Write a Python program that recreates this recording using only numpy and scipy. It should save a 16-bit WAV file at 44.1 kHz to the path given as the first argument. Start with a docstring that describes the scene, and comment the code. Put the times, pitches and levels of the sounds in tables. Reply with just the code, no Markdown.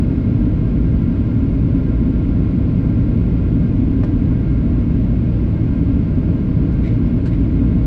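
"""A deep rumble fills an airliner in flight, heard in mono from a microphone held at the window.
Engines and airflow shake the cabin; air hisses along the skin, fans whine, the 400 Hz supply hums.
There are very faint, thin treble ticks, and plastic is knocked softly once; near the end cloth rubs
on the trim close by and plastic crackles. The recorder's limiter holds the rumble's peaks."""
import sys
import numpy as np
from scipy import signal
from scipy.fft import rfft, irfft
from scipy.io import wavfile
from scipy.ndimage import uniform_filter1d, minimum_filter1d

SR = 44100
rng = np.random.default_rng(int(sys.argv[2]) if len(sys.argv) > 2 else 0)


def wrap_up_sound(samples):
    """Save the sound to the file named by the first command line argument, as 16-bit audio."""
    columns = np.atleast_2d(samples).T
    # keep every value between -1 and 1, then stretch to whole-number steps
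    tamed = np.clip(columns, -1, 1)
    steps = np.round(tamed * 32767).astype(np.int16)
    wavfile.write(sys.argv[1], SR, steps)


N = 346626
T = np.arange(N) / SR
HZ = np.fft.rfftfreq(N, 1 / SR)


def amp(db):
    """Decibels to gain."""
    return 10 ** (np.asarray(db) / 20)


def contour(points):
    """Gain at every frequency, from (Hz, dB) points joined on a log axis; silent above the last."""
    hz, db = np.transpose(points)
    return amp(np.interp(np.log(HZ + 1), np.log(hz), db)) * (HZ < hz[-1])


def resonance(hz, width):
    """Gain of a steep-sided resonance, 1 at its centre."""
    return 1 / (1 + (np.sqrt(2) - 1) * (2 * (HZ - hz) / width) ** 2)


def resonances(modes):
    """Gain of several independently driven resonances: their powers add."""
    return np.sqrt(sum((amp(db) * resonance(hz, width)) ** 2 for hz, width, db in modes))


def noise(density):
    """Turbulent noise with the given amplitude per root hertz."""
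    return irfft(rfft(rng.standard_normal(N)) * density, N) * np.sqrt(SR / 2)


def drift(rate_hz):
    """Smooth random wander of unit size."""
    x = noise(np.exp(-(HZ / rate_hz) ** 2) * (HZ > 0))
    return x / (x.std() + 1e-20)


def burst(start_s, rise_s, decay_s):
    """Envelope that rises suddenly and dies away."""
    age = np.maximum(T - start_s, 0)
    return (1 - np.exp(-age / rise_s)) * np.exp(-age / decay_s)


def stroke(peak_s, length_s, rise_share=0.4):
    """Envelope of a touch that swells fast and dies more slowly."""
    before = np.minimum(T - peak_s, 0) / (rise_share * length_s)
    after = np.maximum(T - peak_s, 0) / ((1 - rise_share) * length_s)
    return np.exp(-before ** 2 - after)


# very faint, thin treble ticks: start_s, gain_db
FAINT_TICKS = [(.712, 1), (1.542, -2), (2.247, -1.5), (2.322, -2), (4.11, -2.5), (4.784, -2), (5.329, -2.5),
               (5.841, -1)]
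# their spectrum: frequency_hz, gain_db
TICK_SPECTRUM = [(1500, -5), (5000, -1), (8200, 2.5), (9500, -1.5), (12500, -2), (15000, -14.5)]
def ticks(level_db=-109, rise_s=.0012, decay_s=.011):
    """Each tick is a tiny burst of high hiss that dies at once."""
    bursts = sum(amp(db) * burst(s, rise_s, decay_s) for s, db in FAINT_TICKS)
    return amp(level_db) * bursts * noise(contour(TICK_SPECTRUM))


# shafts, power supply and electronics, heard from the seat: pitch_hz, rms_db
HUM_TONES = [(173.2, -30), (399.8, -45.5), (1421, -64), (1896, -73.5), (3413, -76.5), (6363, -93.5),
             (6578, -92), (7199, -90), (7293, -93)]
def hum(pitch_wander=0.0011, waver_db=1.1):
    """The machinery holds clean tones that waver slightly in pitch and level."""
    out = np.zeros(N)
    for hz, db in HUM_TONES:
        turns = np.cumsum(hz * (1 + pitch_wander * drift(1.2))) / SR + rng.random()
        out += np.sqrt(2) * amp(db + waver_db * drift(2.8)) * np.sin(2 * np.pi * turns)
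    return out


# fan and turbine whine in the cabin: pitch_hz, width_hz, gain_db
WHINE_BANDS = [(916, 44, -5), (1044, 100, -1), (1432, 20, -4.5), (1595, 35, -0.5), (1980, 100, -10),
               (2151, 44, -2.5), (2214, 59, -8.5), (2472, 66, -9), (3200, 15, -17), (6050, 97, -32.5)]
# one fan's whistle eases off halfway: time_s, gain_db
FAN_EASING = [(0, 1.5), (2.2, 1), (3.3, -0.5), (3.9, -2.5), (7.8, -1.5)]
def whine(level_db=-73.5, swell_db=0.5, swell_hz=2.8, fan_hz=1383, fan_width_hz=43):
    """Blades turning in disturbed air give fuzzy whistles."""
    fan_gain = amp(np.interp(T, *np.transpose(FAN_EASING)))
    fan = fan_gain * noise(resonance(fan_hz, fan_width_hz))
    swell = amp(level_db + swell_db * drift(swell_hz))
    return swell * (noise(resonances(WHINE_BANDS)) + fan)


# air along the fuselage outside the window and from the vents: frequency_hz, gain_db
AIR_SPECTRUM = [(300, -2), (850, -0.2), (1250, -5), (1750, -9.5), (2300, -9), (2750, -10), (3200, -14.5),
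                (4900, -21.5), (5700, -29), (6700, -33), (8200, -34), (9100, -48.5), (12500, -46.5),
                (14500, -63)]
def airflow(level_db=-75.5):
    """The boundary layer and the vents hiss evenly."""
    return amp(level_db) * noise(contour(AIR_SPECTRUM))


# cloth on the trim, close to the microphone: peak_s, gain_db, length_s
CLOTH_STROKES = [(6.842, -12, .022), (6.872, -9, 0.064), (6.945, -21, .07), (7.068, -16, .04),
                 (7.334, -13, 0.044), (7.45, -20, .05)]
# the cloth's friction noise: frequency_hz, gain_db
CLOTH_SPECTRUM = [(150, -17), (600, -2), (1600, -7.5), (2600, -4), (4300, -6.5), (5300, -9.5),
                  (6200, -17.5), (7800, -22), (9300, -33.5), (12500, -34.5), (15000, -53)]
# resonances of the rubbed panel: pitch_hz, width_hz, gain_db
TRIM_MODES = [(2130, 280, 16), (2850, 200, 5), (3800, 350, -1)]
def rubs(level_db=-74.5, grain_db=1.5, grain_hz=220):
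    """Grainy friction noise under each stroke makes the trim panel ring."""
    pressure = np.sqrt(sum((amp(db) * stroke(s, length)) ** 2 for s, db, length in CLOTH_STROKES))
    grain = amp(level_db + grain_db * drift(grain_hz))
    colour = np.hypot(contour(CLOTH_SPECTRUM), resonances(TRIM_MODES))
    return grain * pressure * noise(colour)


# plastic crackling, the loudest three making one clack: peak_s, gain_db, length_s
PLASTIC_SLIPS = [(6.732, -15, .03), (6.868, -13.5, .025), (6.923, -19, .06), (7.26, -2, 0.01),
                 (7.267, -7, 0.0076), (7.275, -4, 0.025), (7.412, -18, .025)]
# noise of slipping plastic: frequency_hz, gain_db
SLIP_SPECTRUM = [(150, -16.5), (600, 1.5), (1600, 1), (2600, -4), (4300, -8), (6000, -16.5), (8000, -18.5),
                 (9500, -29.5), (12500, -36.5), (15000, -44)]
# resonances of that plastic: pitch_hz, width_hz, gain_db
SLIP_MODES = [(1640, 290, 6), (2820, 250, -2), (4280, 410, -3), (7450, 440, -13), (10850, 400, -25.5)]
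def crackles(level_db=-75, grain_db=0.5, grain_hz=400, tilt_per_octave=0.2):
    """Plastic slips in quick clusters of tiny snaps; the light ones are thin and bright."""
    octaves = np.log2(np.maximum(HZ, 400) / 6000)
    colour = np.hypot(contour(SLIP_SPECTRUM), resonances(SLIP_MODES))
    snaps = np.zeros(N)
    for peak_s, db, length_s in PLASTIC_SLIPS:
        thinning = amp(-tilt_per_octave * db * octaves)
        snaps += amp(db) * stroke(peak_s, length_s) * noise(colour * thinning)
    return amp(level_db + grain_db * drift(grain_hz)) * snaps


# one soft knock, made of a graze, the blow and a bounce: start_s, gain_db
KNOCK_CONTACTS = [(4.029, -45), (4.034, -28.5), (4.044, -36.5)]
# ring of the knocked plastic: pitch_hz, gain_db, t60_s
KNOCK_MODES = [(600, 7, 0.038), (1040, -3, 0.05), (1155, 0, 0.028), (1556, -4, 0.028), (1770, -4.5, 0.034),
               (2445, -12, 0.06), (5470, -25, .07)]
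# dull body of the knock: frequency_hz, gain_db
THUD_SPECTRUM = [(200, -8), (450, -4), (750, -12), (1300, -25), (2200, -33)]
def knock(scuff_db=-47.8, thud_db=-19, rise_s=0.00072, noise_decay_s=0.0098):
    """Each contact rings the damped plastic, with a dull thud of the panel and a short scuff."""
    scuff = amp(scuff_db) * contour(SLIP_SPECTRUM)
    thud = amp(thud_db) * contour(THUD_SPECTRUM)
    contact = noise(np.hypot(scuff, thud))
    out = np.zeros(N)
    for start_s, db in KNOCK_CONTACTS:
        ring = np.zeros(N)
        for hz, mode_db, t60_s in KNOCK_MODES:
            envelope = burst(start_s, rise_s, t60_s / np.log(1000))
            ring += amp(mode_db) * envelope * np.sin(2 * np.pi * hz * (T - start_s))
        out += amp(db) * (ring + burst(start_s, rise_s, noise_decay_s) * contact)
    return out


# engines and airflow through the wall beside the microphone: frequency_hz, gain_db
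RUMBLE_SPECTRUM = [(12, -26), (25, -12.5), (45, -4), (95, 1.5), (138, -5), (210, -8.5), (290, -7.5),
                   (325, -9.5), (360, -18), (430, -22), (540, -28.5), (660, -28.5), (750, -44.5),
                   (1300, -86.5)]
# low resonances of cabin and wall panels: pitch_hz, width_hz, gain_db
CABIN_RESONANCES = [(56.4, 12, 5.5), (113.3, 8, 4.5), (166, 41.6, -3), (235.7, 16, -2), (480, 41, -26),
                    (573, 12, -30), (612, 25, -29)]
# the engines' drone swells and sinks: time_s, gain_db
DRONE_SWELLS = [(0, 0), (.9, -3), (2.05, 2), (2.9, -3.5), (3.75, 0), (4.6, -2.5), (5.4, -8), (5.8, 1.5),
                (6.2, -3.5), (7.4, 0), (7.8, 0.5)]
def rumble(level_db=-37.5, drone_hz=269.4, drone_width_hz=15):
    """Engines and airflow shake the cabin into a broad, resonant roar with a narrow drone in it."""
    drone_gain = amp(np.interp(T, *np.transpose(DRONE_SWELLS)))
    drone = drone_gain * noise(resonance(drone_hz, drone_width_hz))
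    roar = noise(np.hypot(contour(RUMBLE_SPECTRUM), resonances(CABIN_RESONANCES)))
    return amp(level_db) * (roar + drone)


def scene():
    """All sources as they reach one microphone at the window seat."""
    return (rumble() + airflow() + whine() + hum() + rubs() + crackles() + ticks() + knock())[None]


def limit(x, ceiling_db, hold_s):
    """The limiter looks ahead and eases the gain down around every peak over the ceiling."""
    hold = int(hold_s * SR)
    cut_db = np.minimum(ceiling_db - 20 * np.log10(abs(x) + 1e-9), 0)
    held_db = minimum_filter1d(cut_db, hold)
    return x * amp(uniform_filter1d(held_db, hold))


def record(dry, bass_hz=140, bass_ceiling_db=-10, body_hz=380, body_ceiling_db=-2.0, top_hz=15600):
    """The recorder limits the deep bass, then the whole rumble; the treble passes up to top_hz."""
    x = dry[0]
    for edge_hz, ceiling_db in ((bass_hz, bass_ceiling_db), (body_hz, body_ceiling_db)):
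        low = irfft(rfft(x) / (1 + (HZ / edge_hz) ** 8), N)
        x = x - low + limit(low, ceiling_db, hold_s=0.028)
    low_pass = signal.firwin(511, top_hz, window=("kaiser", 9), fs=SR)
    return signal.oaconvolve(x, low_pass, "same")[None]


dry = scene()
out = record(dry)
wrap_up_sound(out)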